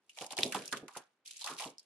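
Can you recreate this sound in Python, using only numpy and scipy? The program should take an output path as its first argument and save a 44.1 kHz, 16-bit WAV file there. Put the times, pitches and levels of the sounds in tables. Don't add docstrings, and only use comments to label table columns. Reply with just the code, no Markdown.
import sys
import numpy as np
from scipy import signal
from scipy.fft import rfft, irfft, next_fast_len
from scipy.io import wavfile

SR = 44100
rng = np.random.default_rng(int(sys.argv[2]) if len(sys.argv) > 2 else 0)


def rack_gain(trim_db):
    fader = np.asarray(trim_db, float)
    return 10 ** (fader / 20)


def to_wav(sig):
    pcm = np.clip(np.atleast_2d(sig), -1, 1) * 32767
    pcm = np.round(pcm).astype(np.int16)
    wavfile.write(sys.argv[1], SR, pcm.T)


N = 81585
CREASE_Q = 1.8
CREASE_RISE = 0.076


def along(points, hz):
    point_hz, value = np.transpose(points)
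    return np.interp(np.log(hz + 1), np.log(point_hz + 1), value)


def filtered(x, response):
    size = next_fast_len(x.shape[-1] + 8192)
    spectrum = rfft(x, size) * response(np.fft.rfftfreq(size, 1 / SR))
    return irfft(spectrum, size)[..., :x.shape[-1]]


# pitch_hz, correlation
STEREO_LIKENESS = [(60, 1), (910, 0.95), (3570, 0.22), (13900, -0.51)]


def pair(shape, colour):
    def mid_side_gain(hz):
        angle = np.arccos(np.clip(along(STEREO_LIKENESS, hz), -1, 1)) / 2
        return np.array([colour(hz) * np.cos(angle), colour(hz) * np.sin(angle)])

    mid, side = filtered(rng.standard_normal((2, *shape)), mid_side_gain)
    both = np.array([mid + side, mid - side])
    return both / np.sqrt(np.mean(both ** 2, axis=(0, -1), keepdims=True))


def resonance(hz, centre_hz, q):
    return 1 / (1 + (q * (hz / centre_hz - centre_hz / (hz + 1))) ** 2)


def bursts(start_s, level_db, colour, t60_s, rise_s, size):
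    t = np.arange(size) / SR
    envelope = (1 - np.exp(-t / np.abs(rise_s))) * rack_gain(-60 * t / np.abs(t60_s)[:, None])
    envelope = envelope / envelope.max(1)[:, None]
    gain = rack_gain(level_db - 5.5)[:, None]
    rows = pair((len(level_db), size), colour) * envelope * gain
    out = np.zeros((2, N + size))
    for k, s in enumerate(start_s):
        out[:, round(s * SR):][:, :size] += rows[:, k]
    return out[:, :N]


# pitch_hz, gain_db (relative)
HUSH_COLOUR = [(25, -28), (250, 5), (1500, -1), (3000, -7.5), (9000, -25)]


def hush():
    return rack_gain(-82) * pair((N,), lambda hz: rack_gain(along(HUSH_COLOUR, hz)))


# pitch_hz, t60_s
ROOM_DECAY = [(200, 0.18), (2000, 0.39), (10000, 0.06)]


def room(x):
    hz, t, grains = signal.stft(rng.standard_normal((2, SR // 2)), SR, nperseg=256)
    decay = rack_gain(-60 * t / along(ROOM_DECAY, hz)[:, None])
    tail = signal.istft(grains * decay, SR, nperseg=256)[1]
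    padded = np.pad(x, ((0, 0), (200, 0)))
    return signal.fftconvolve(padded, tail / np.linalg.norm(tail[0]), axes=1)[:, :N]


# start_s, level_db (nominal peak), t60_s
THUMP_HITS = [(.21, -40.5, 0.16), (.325, -51, 0.16), (.385, -34.5, 0.28), (0.434, -31.5, 0.32),
              (.548, -34, 0.32), (.726, -39, 0.34), (0.826, -40, 0.13), (.963, -46, 0.15),
              (1.499, -43.5, 0.28), (1.655, -40.5, 0.19)]
# pitch_hz, gain_db (relative)
TABLE_COLOUR = [(40, -43.5), (110, -17), (170, -4.5), (400, -2), (700, -9), (2500, -81.5)]


def thumps():
    start_s, level_db, t60_s = np.transpose(THUMP_HITS)
    colour = lambda hz: rack_gain(along(TABLE_COLOUR, hz))[None]
    return bursts(start_s, level_db, colour, t60_s, rise_s=0.0026, size=12000)


# start_s, level_db (nominal peak), pitch_hz, t60_s
POCKET_FLAPS = [(0.171, -50, 760, 0.45), (0.214, -36, 768, 0.17), (0.31, -40, 780, 0.059),
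                (0.327, -36.5, 804, 0.072), (0.371, -38, 773, 0.45), (0.523, -39, 1600, 0.4),
                (0.547, -28.5, 900, 0.12), (0.724, -29, 1350, 0.14), (0.882, -46, 1050, 0.17),
                (0.948, -47, 1450, 0.25), (0.963, -40, 800, 0.13), (1.412, -54, 900, 0.2),
                (1.443, -42, 850, 0.38), (1.465, -36, 1150, 0.35), (1.6, -35, 875, 0.18),
                (1.629, -39, 895, 0.2)]


def flaps():
    start_s, level_db, pitch_hz, t60_s = np.transpose(POCKET_FLAPS)
    colour = lambda hz: resonance(hz, pitch_hz[:, None], q=1.9)
    return bursts(start_s, level_db, colour, t60_s, rise_s=0.002, size=12000)


# time_s, level_db (rms of the smooth rustle)
SLIDE_LEVEL = [(0, -96), (0.129, -72.5), (.225, -50), (.295, -68.5), (.325, -44.5), (0.358, -78),
               (.39, -43.5), (.455, -45.5), (.515, -55), (.56, -47.5), (.64, -57), (.69, -65), (.76, -54),
               (0.871, -82), (0.9, -70), (0.974, -59), (1.059, -84), (1.245, -104), (1.252, -58.5),
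               (1.42, -57), (1.5, -46), (1.56, -61.5), (1.589, -45), (1.658, -49), (1.76, -86),
               (1.85, -75.5)]
# pitch_hz, gain_db (relative)
RUSTLE_COLOUR = [(1300, -33), (2400, -2), (3500, -0.5), (6000, -2.5), (11000, -3.5)]
CRINKLES_PER_S, CRINKLE_MEAN_T60_S = 500, 0.015
CRINKLE_OVER_RUSTLE_DB, CRINKLE_SPREAD_DB = 9, 4
CRINKLE_MEDIAN_HZ, CRINKLE_SPREAD_OCTAVES = 4600, 1


def sliding():
    slide_db = lambda s: np.interp(s, *np.transpose(SLIDE_LEVEL))
    rustle = lambda hz: rack_gain(along(RUSTLE_COLOUR, hz))
    count = round(CRINKLES_PER_S * N / SR)
    even, bell = rng.random((count, 2)), rng.standard_normal((count, 2))
    start_s = even[:, 0] * N / SR
    t60_s = CRINKLE_MEAN_T60_S * (0.5 + even[:, 1])
    pitch_hz = CRINKLE_MEDIAN_HZ * 2 ** (CRINKLE_SPREAD_OCTAVES * bell[:, :1])
    level_db = slide_db(start_s) + CRINKLE_OVER_RUSTLE_DB + CRINKLE_SPREAD_DB * bell[:, 1]
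    colour = lambda hz: rustle(hz) * (0.2 + resonance(hz, pitch_hz, CREASE_Q))
    rise_s = CREASE_RISE * CRINKLE_MEAN_T60_S / 10
    crinkles = bursts(start_s, level_db, colour, t60_s, rise_s, size=1500)
    return crinkles + rack_gain(slide_db(np.arange(N) / SR)) * pair((N,), rustle)


# pitch_hz, gain_db
HISS_COLOUR = [(1200, -53.5), (2500, -18), (6000, -0.5), (11000, -1)]


def hiss(hz, bright_db):
    return rack_gain(bright_db + along(HISS_COLOUR, hz))


# start_s, level_db (nominal peak), pitch_hz, t60_s
FILM_TICKS = [(0.094, -43, 2800, .07), (0.172, -39, 2450, .035), (0.6885, -45, 2700, .07),
              (1.4175, -33, 3900, .02), (1.4228, -33, 4200, .02), (1.7822, -39, 5300, .025),
              (1.7942, -41, 4900, .035)]


def ticks():
    start_s, level_db, pitch_hz, t60_s = np.transpose(FILM_TICKS)
    colour = lambda hz: resonance(hz, pitch_hz[:, None], q=6) + hiss(hz, -17)
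    return bursts(start_s, level_db, colour, t60_s, CREASE_RISE * t60_s[:, None] / 10, size=3000)


CRACK_SWING = 0.4324, -4, 3800, .003


def crack():
    start_s, level_db, pitch_hz, t60_s = CRACK_SWING
    t = np.clip(np.arange(N) / SR - start_s, 0, None)
    envelope = rack_gain(level_db - 60 * t / t60_s) * np.minimum(pitch_hz * t, 1)
    return envelope * np.sin(2 * np.pi * pitch_hz * t)


# start_s, level_db (nominal peak), pitch_hz, brightness_db (hiss), length_s (decay constant)
CREASE_SNAPS = [(0.1865, -30, 3200, -12, 0.002), (0.2104, -35.5, 3320, -8, 0.0045),
                (0.2644, -31, 6030, 1, 0.0029), (0.3065, -34, 3300, -11.5, 0.0043),
                (0.3679, -27, 3586, -6, 0.0037), (0.3785, -24, 3910, -13, 0.0031),
                (0.3872, -21.5, 2390, -12, 0.004), (0.433, -17, 3500, -15, 0.0033),
                (0.5226, -23.5, 2463, -6.5, 0.0046), (0.545, -26, 2960, -6, 0.007),
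                (0.6559, -32, 5280, 8, 0.005), (0.6775, -30, 5500, -2, 0.004),
                (0.7157, -34, 5800, -3, 0.002), (0.7205, -34, 4500, -3, 0.002),
                (0.7255, -23, 3800, -5, 0.005), (0.7705, -33, 3000, -6, 0.006),
                (0.8809, -36.5, 2103, -9.5, 0.0046), (0.9695, -30.5, 2620, 3, 0.0085),
                (1.276, -35, 4417, -5, 0.0044), (1.3095, -33, 3350, -3, 0.004),
                (1.3678, -38, 6300, -11, 0.0061), (1.4105, -35, 4000, -12, 0.008),
                (1.442, -28, 4040, -8, 0.0067), (1.462, -26, 4110, -5, 0.0033),
                (1.4734, -29, 2720, -14.5, 0.0054), (1.5975, -30, 2700, -14, 0.0038)]


def snaps():
    start_s, level_db, pitch_hz, bright_db, length_s = np.transpose(CREASE_SNAPS)
    colour = lambda hz: resonance(hz, pitch_hz[:, None], CREASE_Q) + hiss(hz, bright_db[:, None])
    t60_s = np.log(1000) * length_s
    return bursts(start_s, level_db, colour, t60_s, CREASE_RISE * length_s[:, None], size=3000)


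# pitch_hz, left_over_right_db
STEREO_LEAN = [(60, 0.5), (910, -2.5), (13900, -0.5)]


def scene():
    handling = snaps() + ticks() + crack() + flaps() + thumps() + sliding()
    half_each_way = np.array([[1], [-1]]) / 2
    near = filtered(handling, lambda hz: rack_gain(along(STEREO_LEAN, hz) * half_each_way))
    return near + rack_gain(-17.5) * room(near) + hush()


def roll_off(x):
    return signal.sosfilt(signal.butter(12, 14540, fs=SR, output="sos"), x)


# pitch_hz, gain_db
MIC_TREBLE = [(11000, -1), (12800, -15), (15000, -50)]


def record(dry):
    mix = filtered(dry, lambda hz: rack_gain(along(MIC_TREBLE, hz)))
    return roll_off(mix)


dry = scene()
out = record(dry)
to_wav(out)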